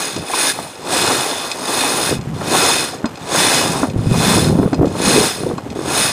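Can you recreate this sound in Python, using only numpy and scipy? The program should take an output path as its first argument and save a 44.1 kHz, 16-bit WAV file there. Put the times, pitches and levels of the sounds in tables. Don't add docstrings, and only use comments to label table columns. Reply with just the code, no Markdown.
import sys
import numpy as np
from scipy import signal
from scipy.fft import rfft, irfft, next_fast_len
from scipy.io import wavfile
from scipy.ndimage import uniform_filter1d

SR = 44100
rng = np.random.default_rng(int(sys.argv[2]) if len(sys.argv) > 2 else 0)


def to_wav(s):
    ch = np.atleast_2d(s).T
    pcm = np.round(np.clip(ch, -1, 1) * 32767)
    wavfile.write(sys.argv[1], SR, pcm.astype(np.int16))


N = 269884
TIME = np.arange(N) / SR

# f/Hz, bandwidth/Hz, relative level/dB
DRUM_MODES = [(1170, 40, -5), (1395, 55, -5), (1690, 60, -7), (2050, 40, -10), (2528, 40, 2),
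              (2920, 110, -10), (3500, 110, -2), (3560, 60, -3), (3690, 90, -3), (4150, 60, -3),
              (4205, 32, 0), (4985, 26, -1), (5170, 75, -2), (5880, 28, -8), (6595, 80, -2),
              (7240, 140, -11), (7830, 120, -10), (8360, 80, -3), (9300, 200, -4), (9560, 130, 0),
              (9750, 200, -4), (10700, 100, -17), (12900, 200, -20), (14300, 200, -20)]


def undb(db):
    return 10 ** (np.asarray(db) / 20)


def level(x, db):
    return x * undb(db) / np.sqrt(np.mean(x ** 2))


def colour(x, table):
    size = next_fast_len(N)
    hz, db = np.transpose(table)
    bins_hz = np.arange(size // 2 + 1) * SR / size
    gain = undb(np.interp(np.log(bins_hz + 1), np.log(hz), db))
    return irfft(rfft(x, size) * gain, size)[:N]


def ring(x, hz, width_hz):
    pole = np.exp((2j * np.pi * hz - np.pi * width_hz) / SR)
    return signal.lfilter([1], [1, -pole], x).imag


def no_bass(x):
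    return signal.sosfilt(signal.butter(3, 700, "high", fs=SR, output="sos"), x)


def walk(rate):
    k = int(SR / rate)
    steps = np.repeat(rng.standard_normal(N // k + 1), k)
    return 0.5 * uniform_filter1d(uniform_filter1d(steps, k), k)[:N]


def grains(rate, scatter_db):
    hit = rng.random(N) < rate / SR
    return hit * rng.standard_normal(N) * undb(scatter_db * rng.exponential(size=N))


def curves(table):
    s, *columns = np.transpose(table)
    return [np.interp(TIME, s, c) for c in columns]


def winch():
    # f/Hz, relative spectral level/dB per Hz
    rush_spectrum = [(800, -27), (1500, 6), (2000, 3), (3000, -1), (5000, 1.5), (8000, -4.5), (10000, 7),
                     (10800, -13), (11700, -70), (13000, -0.5), (15000, -10)]
    # f/Hz, relative spectral level/dB per Hz
    deck_spectrum = [(60, -42), (130, -11.5), (210, -9), (260, 2), (600, 0), (780, 1.5), (1050, 0.5),
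                     (1500, -9), (2000, -27.5), (2800, -35.5)]
    hiss_db, ring_db, deck_db = spin()

    speed = undb(0.5 * (hiss_db + 23.5))
    teeth = grains(1200 + 1500 * speed, 0.21)
    teeth /= np.sqrt(uniform_filter1d(teeth ** 2, size=SR // 20) + 1e-9)
    drive = teeth * undb(hiss_db)

    mode_waver_db = 4.5
    drum = np.zeros(N)
    for hz, width_hz, db in DRUM_MODES:
        waver = undb(db + mode_waver_db * walk(10))
        drum += waver * width_hz * ring(drive * rng.standard_normal(N), hz, width_hz)
    drum = no_bass(drum * drive.std() / drum.std())

    rush = colour(rng.standard_normal(N) + 0.31 * teeth, rush_spectrum)
    rush = level(rush, -1.97) * undb(hiss_db + 0.47 * walk(24.28))
    metal = undb(-0.42) * drum + rush
    body = colour(metal, [(8500, 0), (8900, -60)])
    treble = metal - body
    deck = level(colour(grains(2500, 1.0), deck_spectrum), 3.5) * undb(deck_db + 4.3 * walk(40))
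    return undb(ring_db) * body + undb(3.5) * treble + deck


def spin():
    # start t/s, spin-up t/s, hold t/s, run-down t/s, top hiss level/dB, drum ring over hiss/dB,
    # deck drone level at full spin/dB
    pull_table = [(-0.3, 0.17, 0.05, 0.39, -24, 6, -27), (0.121, 0.32, 0.057, 0.047, -22, 5.5, -25.5),
                  (0.396, 0.1, 0.13, 0.26, -35.5, 4.5, -34.5), (0.774, 0.19, 0.16, 0.52, -23, 7.5, -22.5),
                  (1.364, 0.053, 0.024, 0.3, -34.5, 5, -30.5), (1.367, 0.44, 0.28, 0.12, -24, 6, -24),
                  (2.34, 0.25, 0.09, 0.34, -20.5, 7, -20), (3.191, 0.21, 0.19, 0.28, -23, 8, -21),
                  (3.598, 0.094, 0.11, 0.14, -34.5, 8.5, -26.5),
                  (3.972, 0.31, 0.072, 0.22, -21.5, 7, -21.5), (4.396, 0.092, 0.13, 0.2, -42.5, 4, -36),
                  (4.854, 0.25, 0.16, 0.1, -23, 7.5, -21.5), (5.2, 0.093, 0.044, 0.26, -32.5, 5, -34.5),
                  (5.751, 0.26, 0.043, 0.13, -20, 7.5, -21)]
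    rest_db, rest_ring_db, deck_rest_db = -63.5, 10, -47.5
    deck_slope, ring_slope = 0.77, -0.11
    deck_lead_s = 0.02
    uneven_db, ring_wander_db = 2, 1.5

    hiss = undb(rest_db) ** 2
    ringing = undb(rest_db + rest_ring_db) ** 2
    deck = undb(deck_rest_db) ** 2
    unevenness = uneven_db * walk(14)
    for s, up, hold, down, top_db, ring_db, drone_db in pull_table:
        db = pull(TIME - s, up, hold, down) + unevenness
        early_db = pull(TIME - s + deck_lead_s, up, hold, down)
        hiss = hiss + undb(top_db + db) ** 2
        ringing = ringing + undb(top_db + ring_db + (1 + ring_slope) * db) ** 2
        deck = deck + undb(drone_db + deck_slope * early_db) ** 2
    ring_over_hiss_db = 10 * np.log10(ringing / hiss) + ring_wander_db * walk(10)
    return 10 * np.log10(hiss), ring_over_hiss_db, 10 * np.log10(deck)


def pull(t, up, hold, down):
    spin_up_db, run_down_power = 29, 1.75
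    climb = np.clip(t / up, 0, 1)
    speed = np.clip(1 - (t - up - hold) / down, 1e-3, 1)
    db = -spin_up_db * np.cos(np.pi / 2 * climb) ** 2 + 20 * run_down_power * np.log10(speed)
    return np.where(t < 0, -100, db)


def clicks():
    # t/s, peak level of the ring before the final filter/dB, favoured mode f/Hz
    click_table = [(0.1637, -8.5, 2510), (0.5884, -22, 2500), (0.7547, -20, 2500), (1.5152, -0.5, 2530),
                   (2.212, -19, 2520), (3.0571, -8.5, 4985), (3.1562, -19, 3470), (3.1732, -19.5, 3470),
                   (3.8993, -17, 2520), (4.5304, -31, 3500), (4.7318, -14.5, 2500), (4.7443, -11, 4960),
                   (4.856, -16.5, 4200), (4.8794, -18, 2500), (5.5795, -17.5, 4300), (5.7022, -16, 2510),
                   (5.7214, -25, 3500)]
    tick_count, tick_db, tick_scatter_db = 20, -31, 3
    out, t = np.zeros(N), TIME[:SR // 4]
    hz, width_hz, mode_db = np.transpose(DRUM_MODES)
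    rings = np.sin(2 * np.pi * np.outer(hz, t)) * np.exp(-np.pi * np.outer(width_hz, t))

    ticks = []
    for a, b, c in rng.random((tick_count, 3)):
        ticks.append((a * TIME[-1], tick_db + tick_scatter_db * (2 * b - 1), 2400 + 2600 * c))
    for s, db, lead_hz in list(click_table) + ticks:
        gain = undb(1.6 * mode_db + 2 * rng.standard_normal(len(hz)) - 3)
        gain[np.abs(hz - lead_hz).argmin()] = 1
        sound = gain @ rings
        crack = 0.4 * rng.standard_normal(len(t)) * np.exp(-t / 0.005)
        sound = sound / np.abs(sound).max() + crack
        i = int(s * SR)
        out[i:i + len(t)] += undb(db) * sound[:N - i]
    return colour(out, [(1200, -40), (2200, 0), (8500, -3), (9200, -30)])


def knocks():
    # t/s, swing level before its decay/dB, initial f/Hz,
    # decay by 60 dB t/s (at least 0.005), noise edge rms level before its decay/dB
    knock_table = [(0.164, -7, 322, 0.023, -13), (0.298, -16, 796, 0.061, -18),
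                   (0.336, -0.5, 1044, 0.028, -3), (0.374, -18, 422, 0.087, -17),
                   (0.587, -34, 820, 0.021, -7), (2.124, -7, 466, 0.048, -20),
                   (2.19, -7.5, 132, 0.035, -26), (2.271, -11.5, 146, 0.065, -35),
                   (2.408, -26, 164, 0.13, -17.5), (2.932, -19, 760, 0.05, -21),
                   (3.042, 1, 252, 0.032, -10), (3.052, -9, 270, 0.076, -16.5),
                   (3.83, -1.5, 293, 0.078, -8.5), (3.961, -1, 117, 0.055, -37), (3.99, 0, 133, 0.043, -24),
                   (4.067, -0.5, 121, 0.07, -29), (4.113, 4, 150, 0.073, -20),
                   (4.447, -14, 142, 0.074, -22), (4.484, -7, 222, 0.046, -19),
                   (4.53, -16, 314, 0.014, -20), (4.553, 3.5, 219, 0.036, -20),
                   (4.588, 7.5, 288, 0.022, -18), (4.598, 11, 210, 0.015, -14),
                   (4.629, 1.5, 373, 0.025, -8), (4.659, 6, 183, 0.03, -17), (4.676, 2, 470, 0.013, -29),
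                   (4.702, -14, 199, 0.017, -29), (4.729, 0.5, 293, 0.057, -8.5),
                   (4.79, 3.5, 158, 0.024, -18), (4.811, 6, 358, 0.018, -26), (4.829, 7, 305, 0.036, -27),
                   (4.844, 2, 520, 0.024, -20), (4.87, 2.5, 242, 0.034, -21), (5.074, 1.5, 215, 0.051, -12),
                   (5.145, -5, 266, 0.071, -25), (5.199, -14, 310, 0.036, -14),
                   (5.433, -6.5, 300, 0.035, -22), (5.453, -15, 400, 0.024, -27),
                   (5.498, -9, 350, 0.044, -25), (5.511, -3.5, 480, 0.029, -25),
                   (5.536, -8.5, 197, 0.042, -41), (5.58, -13, 300, 0.05, -15),
                   (5.664, -9.5, 294, 0.027, -34), (5.713, -10.5, 258, 0.027, -28),
                   (5.758, -10, 310, 0.031, -20), (5.766, -3, 393, 0.013, -25),
                   (5.79, -2.5, 366, 0.021, -12.5), (5.811, -12, 320, 0.037, -25),
                   (5.878, -10.5, 327, 0.05, -26)]
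    overtone, overtone_db = 2.32, -7
    out, t = np.zeros(N), TIME[:SR // 8]
    band = signal.butter(3, [400, 1300], "band", fs=SR)
    edges = signal.lfilter(*band, rng.standard_normal((len(knock_table), len(t))))
    for (s, db, hz, t60, edge_db), noise in zip(knock_table, edges / edges.std()):
        fade = np.exp(-np.log(1000) * t / max(t60, 0.005))
        turn = 2 * np.pi * hz * t * (1 - 3 * t)
        tones = np.sin(turn) + undb(overtone_db) * fade * np.sin(overtone * turn)
        swing = undb(db) * tones * (1 - np.exp(-t / 0.0012))
        lag = np.maximum(t - 0.0015, 0)
        edge = undb(edge_db) * noise * (1 - np.exp(-lag / 0.0003))
        i = int(s * SR)
        out[i:i + len(t)] += (fade * (swing + edge))[:N - i]
    return out


def wind():
    # t/s, rumble level/dB, pops re rumble level/dB
    wind_table = [(0.0, -38.5, 0), (0.1, -46, 11), (0.18, -25.5, 0), (0.3, -49, 12), (0.62, -36, 3.5),
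                  (0.75, -46.5, 5), (0.95, -31.5, 6.5), (1.18, -31, 6.5), (1.26, -46, 2), (2.06, -33, 8),
                  (2.12, -19, 2), (2.2, -24.5, -9.5), (2.25, -30.5, -5), (2.33, -23, -13), (2.5, -28.5, 8),
                  (2.98, -39.5, 7.5), (3.26, -35.5, 0.5), (3.33, -29, 3.5), (3.58, -28.5, 10.5),
                  (3.75, -21.5, -5), (3.82, -25, 3), (4.0, -20.5, -10), (4.2, -14.5, -6), (4.5, -12, -3),
                  (4.56, -15, 0.5), (4.64, -20, 3), (4.7, -30, 2), (4.83, -15, 4.5), (4.92, -25.5, -0.5),
                  (5.2, -19, 9.5), (5.34, -36.5, -2), (5.45, -23.5, 7.5), (5.63, -34, 2.5),
                  (5.88, -28, 2.5), (6.12, -35, 0)]
    level_db, bright_db = curves(wind_table)
    rumble = colour(grains(900, 1.55), [(25, -49), (50, -19.5), (90, -7.0), (160, -2.5), (230, -7.0),
                                        (450, -32), (2000, -72)])
    pops = colour(grains(500, 1.6), [(120, -53), (240, -0.5), (420, 0.0), (800, -14), (1800, -44),
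                                     (6000, -51.0)])
    rumble = level(rumble, 0.76) * undb(level_db + 1.6 * walk(22.34))
    pops = level(pops, -1.5) * undb(level_db + bright_db + 0.81 * walk(30))
    return rumble + pops


def wake():
    # f/Hz, relative spectral level/dB per Hz
    wake_spectrum = [(90, -39), (150, -51), (450, -13.5), (750, -5.5), (1500, -14), (2500, -17.5),
                     (5000, -26), (8000, -26.5), (14500, -38)]
    hiss = level(colour(grains(4000, 0.97), wake_spectrum), -38)
    return hiss * undb(1.8 * walk(1.45))


def scene():
    mono = winch() + clicks() + knocks() + wind() + wake()
    return np.array([mono, mono])


def record(dry):
    rounded = np.tanh(1.058 * dry) / 1.152
    return signal.sosfilt(signal.ellip(10, 0.2, 70, 14550, fs=SR, output="sos"), rounded)


dry = scene()
out = record(dry)
to_wav(out)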